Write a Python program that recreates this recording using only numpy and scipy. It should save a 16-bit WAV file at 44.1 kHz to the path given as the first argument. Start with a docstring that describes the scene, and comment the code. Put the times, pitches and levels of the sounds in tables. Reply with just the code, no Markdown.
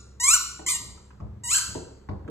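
"""The echo of a squeak dies away in a bare room, then a puppy bites its squeaker ball three more times.
Each bite drives air past a reed, whose pitch follows the squeeze and whose harmonics sweep through
the resonances of a small horn. The ball drops and bounces, and paws thud on the wooden floor:
each impact excites damped resonances. A low hum lies beneath, and the walls reverberate."""
import sys
import numpy as np
from scipy import signal
from scipy.fft import rfft, irfft, next_fast_len
from scipy.io import wavfile
from scipy.ndimage import map_coordinates

SR = 44100
rng = np.random.default_rng(int(sys.argv[2]) if len(sys.argv) > 2 else 0)


def wrap_up_sound(samples):
    """Save the sound to the file named by the first command line argument, as 16-bit audio."""
    columns = np.atleast_2d(samples).T
    # keep every value between -1 and 1, then stretch to whole-number steps
    tamed = np.clip(columns, -1, 1)
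    steps = np.round(tamed * 32767).astype(np.int16)
    wavfile.write(sys.argv[1], SR, steps)


N = 101429
LEAD_IN = SR // 2  # samples before time zero, in which the first bite falls
TOP_HZ, BOARD_RISE_S = 15700, .018


def amp(db):
    """Amplitude grows tenfold for every 20 dB."""
    return 10 ** (np.asarray(db) / 20)


def along(points, hz):
    """Interpolation of (Hz, value) points on a logarithmic frequency axis."""
    freqs, values = np.transpose(points)
    return np.interp(np.log(hz + 1), np.log(freqs + 1), values)


def clock():
    """Sample times in seconds, negative during the lead-in."""
    return np.arange(-LEAD_IN, N) / SR


def wobble(rate):
    """Smooth random modulation: a spline through `rate` random values a second."""
    at = np.arange(N + LEAD_IN) * rate / SR
    return map_coordinates(rng.standard_normal(4096), [at], mode="wrap")


def filtered(x, response):
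    """Linear filtering multiplies the spectrum by a frequency response."""
    n = x.shape[-1]
    size = next_fast_len(n + 8192)
    return irfft(rfft(x, size) * response(np.fft.rfftfreq(size, 1 / SR)), size)[..., :n]


def noise(spectrum):
    """Spectral shaping turns white noise into coloured noise, scaled to rms 1."""
    x = filtered(rng.standard_normal(N + LEAD_IN), lambda hz: amp(along(spectrum, hz)))
    return x / np.sqrt(np.mean(x ** 2) + 1e-20)


def spread(pair):
    """Partial coherence: two independent signals mix, as mid and side, into left and right."""
    # Each row: frequency in Hz, left-right coherence from 0 to 1.
    coherence = [(60, .85), (130, 0.99), (300, 1), (640, 0.23), (1400, 0.53), (2800, 0.1), (4500, 0.27),
                 (7000, 1), (13000, 0.68)]
    angle = lambda hz: np.arccos(np.clip(along(coherence, hz), 0, 1)) / 2
    mid, side = filtered(pair, lambda hz: np.array([np.cos(angle(hz)), np.sin(angle(hz))]))
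    return np.array([mid + side, mid - side])


def impacts(hits, spectrum, rise_s, t60_s):
    """Dense damped modes act as decaying noise; hits (start in s, level in dB) add in power."""
    power = 0
    for start, db in hits:
        age = np.maximum(clock() - start, 0)
        shape = (1 - np.exp(-age / rise_s)) * amp(-60 * age / t60_s)
        power = power + (amp(db) * shape / shape.max()) ** 2
    return np.sqrt(power) * noise(spectrum)


def room(x, tail_db, early_db):
    """Convolution adds early reflections off floor and furniture and the reverberation of bare walls."""
    # Each row: frequency in Hz, reverberation time in seconds.
    decay = [(100, .5), (500, 0.71), (1400, 0.63), (4000, 0.63), (7500, 0.56), (12000, 0.36)]
    # Each row: frequency in Hz, relative level of the tail in dB.
    colour = [(200, 2), (1300, 2.5), (2500, -5), (4500, 5), (7500, -5), (12000, 3.5)]
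    build_s, early_t60_s = .022, .14
    hz, t, bands = signal.stft(rng.standard_normal((2, SR)), SR, nperseg=256)
    bands = bands * amp(along(colour, hz)[:, None] - 60 * t / along(decay, hz)[:, None])
    age = np.arange(SR) / SR
    tail = signal.istft(bands, SR, nperseg=256)[1][:, :SR] * (1 - np.exp(-age / build_s))
    sparse_echoes = rng.standard_normal((2, SR)) * (rng.random(SR) < .02)
    early = sparse_echoes * amp(-60 * age / early_t60_s) * (age > .002)
    response = amp(tail_db) * tail / np.linalg.norm(tail[0])
    response += amp(early_db) * early / np.linalg.norm(early[0])
    return x + spread(signal.fftconvolve(x[None], response, axes=1)[:, :len(x)])


def background():
    """Superposition of low diffuse noise and a hum whose phase wanders slightly."""
    # Each row: frequency in Hz, relative level in dB.
    rumble = [(20, -27), (35, -3.5), (50, -23.5), (66, -1), (80, -17.5), (110, -1), (150, -18), (200, -23),
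              (260, -18.5), (420, -17), (700, -28.5), (1400, -31.5), (2500, -41), (8000, -51.5),
              (15000, -60.5)]
    # Each row: frequency of a tone in Hz, peak level in dB.
    tones = [(66.7, -51.5), (200, -61.5)]
    hum = sum(amp(db) * np.sin(2 * np.pi * hz * clock() + .25 * wobble(5)) for hz, db in tones)
    return amp(-55.5) * spread(np.array([noise(rumble), noise(rumble)])) + hum


def boom(start_s=1.21):
    """Free vibration: a heavy paw fall leaves a few low modes ringing."""
    # Each row: frequency in Hz, level in dB, time to fall 60 dB in seconds.
    modes = [(107, -40.5, 2), (131.8, -49, 2.7), (211, -47, 1.3)]
    age = np.maximum(clock() - start_s, 0)
    ring = sum(amp(db - 60 * age / t60) * np.sin(2 * np.pi * hz * age) for hz, db, t60 in modes)
    return ring * (1 - np.exp(-age / BOARD_RISE_S))


def knocks():
    """Impact excitation by ball and paws: a short contact, the boards' thud, the ball's hollow note."""
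    # Each row: start in seconds, contact level in dB, contact pitch in Hz, board level in dB.
    strikes = [(.592, -43, 830, -54.5), (0.976, -53.5, 1200, -75), (1.105, -53, 1400, -53.5),
               (1.201, -51, 1200, -36.5), (1.75, -35.5, 820, -41.5), (2.088, -37, 893, -32),
               (2.246, -64, 1700, -41.5), (2.278, -47, 1528, -36.5)]
    # Each row: start in seconds, level in dB.
    soft_steps = [(.52, -58.5), (0.722, -49.5), (.8, -45), (.87, -47.5), (1.678, -42.5)]
    ball_hits = [(.592, -45.5), (1.753, -34.5), (2.09, -45), (2.279, -38)]
    # Each row: frequency in Hz, relative level in dB.
    contact_at_1khz = [(100, -13.5), (300, -10.5), (650, 0.5), (1000, 12), (1400, -8), (2300, -10),
                       (3100, -25), (4400, -15.5), (7000, -31), (12000, -56)]
    board_spectrum = [(30, -28.5), (70, 12), (100, 5.5), (200, -1.5), (350, -11), (550, -19), (1000, -22),
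                      (3000, -84)]
    ball_spectrum = [(100, -22.5), (230, -7.5), (310, -2.5), (460, -5), (600, -19), (1500, -44),
                     (4000, -65)]
    contact = 0
    for start, db, pitch_hz, _ in strikes:
        spectrum = np.array(contact_at_1khz) * [pitch_hz / 1000, 1]
        contact = contact + impacts([(start, db)], spectrum, rise_s=.0012, t60_s=.035)
    thuds = [(start, db) for start, _, _, db in strikes] + soft_steps
    boards = impacts(thuds, board_spectrum, BOARD_RISE_S, t60_s=.24)
    return contact + boards + impacts(ball_hits, ball_spectrum, rise_s=.014, t60_s=.12)


def reed_clicks():
    """An onset transient: the reed clicks as it opens."""
    # Each row: start in seconds, level in dB.
    openings = [(.201, -48), (.665, -32)]
    # Each row: frequency in Hz, relative level in dB.
    spectrum = [(1000, -35), (4000, -19.5), (7500, 1.5), (9500, -3), (15000, -15.5)]
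    return impacts(openings, spectrum, rise_s=.0005, t60_s=.012)


def reed(bite, fundamental_db, octave_db, middle_db):
    """Source and filter: the horn's resonances colour the reed's harmonics and the rushing air."""
    # Each row: frequency in Hz, gain in dB.
    horn = [(500, -45), (900, -12.5), (1150, -11.5), (1450, -11.5), (1800, -11.5), (2300, -11),
            (3000, -14.5), (3600, -17.5), (4400, -14.5), (5100, -14.5), (6200, -9), (7200, -0.5),
            (8400, -4.5), (9300, -9), (11500, -26), (13500, -26), (15500, -17)]
    # Each row: frequency in Hz, share of middle_db applied there.
    middle_band = [(2400, 0), (3200, 1), (5800, 1), (6800, 0)]
    attack_s, release_s, jitter, flutter_db = .003, .0013, .0028, 2.5
    overblown_hz, rasp_per_hz = 1380, .00018  # above this pitch the reed turns rough
    air_db, air_db_per_hz = -34, .0203  # more air hisses past as the squeeze drives the pitch up
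    times, pitch, level_db = np.transpose(bite)
    on = (clock() > times[0] - attack_s / 2) & (clock() < times[-1] + .05)
    t = clock()[on]
    f0 = np.interp(t, times, pitch)
    rasp = rasp_per_hz * np.maximum(f0 - overblown_hz, 0)
    f0 = f0 * (1 + jitter * wobble(500)[on] + rasp * wobble(900)[on])
    phase = 2 * np.pi * np.cumsum(f0) / SR
    air = amp(air_db + air_db_per_hz * (f0 - pitch.min())) * noise(horn)[on]
    tone = 0
    for k in range(1, 17):
        hz = k * f0
        db = along(horn, hz) + fundamental_db * (k == 1) + octave_db * (k == 2)
        db += middle_db * along(middle_band, hz) + flutter_db * wobble(90)[on]
        tone = tone + amp(db) * (hz < TOP_HZ) * np.sin(k * phase + rng.uniform(0, np.pi))
    attack = np.clip((t - times[0]) / attack_s + .5, 0, 1)
    release = np.exp(-np.maximum(t - times[-1], 0) / release_s)
    out = np.zeros(N + LEAD_IN)
    out[on] = (air + tone) * attack * release * amp(np.interp(t, times, level_db))
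    return out


def squeaks():
    """Flow-driven oscillation: each bite blows the reed, and the room reverberates."""
    # Each row: time in seconds, reed pitch in Hz, level ahead of the horn in dB.
    lead_in_bite = [(-.3, 1100, -23), (-.24, 1380, -19.5), (-.19, 1440, -35.5)]
    long_bite = [(.2, 945, -29.5), (.23, 982, -27), (.242, 1052, -19), (.262, 1070, -22),
                 (.276, 1128, -19.5), (.298, 1210, -17.5), (.312, 1311, -14.5), (.328, 1362, -21),
                 (.339, 1463, -11.5), (.347, 1484, -14.5), (.356, 1427, -14.5), (.361, 1334, -24.5),
                 (.374, 993, -30.5)]
    low_bite = [(.664, 1003, -24.5), (.669, 1102, -30), (.676, 986, -26), (.681, 1015, -26),
                (.691, 1221, -19.5), (.696, 1226, -25), (.705, 1035, -24), (.721, 1014, -28.5),
                (.727, 965.6, -34.5), (.76, 939, -28.5)]
    high_bite = [(1.437, 951.4, -38), (1.452, 967.7, -35.5), (1.472, 939.6, -34.5), (1.496, 1019, -33.5),
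                 (1.508, 1111, -25.5), (1.519, 1312, -23), (1.538, 1399, -20.5), (1.549, 1627, -18),
                 (1.562, 1481, -26), (1.576, 1626, -22.5), (1.592, 953, -31.5)]
    return (room(reed(lead_in_bite, -1, -1, .86), tail_db=-9, early_db=-4)
            + room(reed(long_bite, 0, 0, .75), tail_db=-6.5, early_db=-9.5)
            + room(reed(low_bite, -6, -1.7, -1.5), tail_db=-4, early_db=-1)
            + room(reed(high_bite, -2.4, -.5, -.5), tail_db=-.5, early_db=-.65))


def scene():
    """Superposition of all sources, heard from time zero."""
    squeaker = squeaks()
    hits = room(knocks() + reed_clicks(), tail_db=-6.5, early_db=-4.5)
    return (squeaker + hits + boom() + background())[:, LEAD_IN:]


def record(dry):
    """Two microphone ports differ in phase and level, and share a treble notch and a band limit."""
    # Each row: frequency in Hz, phase lead of the left port in radians.
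    phase_lead = [(0, -2), (520, 0.96), (950, 5.5), (1890, 7.0), (3100, 3.5), (3450, 2.2), (4050, 1.65),
                  (5080, 4), (6370, 5.5), (7410, 6), (9040, 9.0), (10200, 9.5), (11700, 12), (13000, 14),
                  (14000, 15.5), (15200, 17)]
    # Each row: frequency in Hz, left minus right level in dB.
    balance = [(60, -1.5), (99, 1.5), (160, -2), (270, 0.5), (450, -0.5), (740, 6.5), (1220, -0.5),
               (2010, -2.5), (3330, -1), (5500, 1.5), (9080, -0.5), (15000, 1)]
    # Each row: frequency in Hz, gain of both ports in dB.
    response = [(8700, 1.5), (9200, -3), (9600, -35), (10050, -23), (10500, 4), (13600, 2.5),
                (14200, -14.5), (14700, -37)]
    sides = np.array([[.5], [-.5]])
    gain = lambda hz: amp(sides * along(balance, hz) + along(response, hz)) * (hz < TOP_HZ)
    return filtered(dry, lambda hz: gain(hz) * np.exp(1j * sides * along(phase_lead, hz)))


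dry = scene()
out = record(dry)
wrap_up_sound(out)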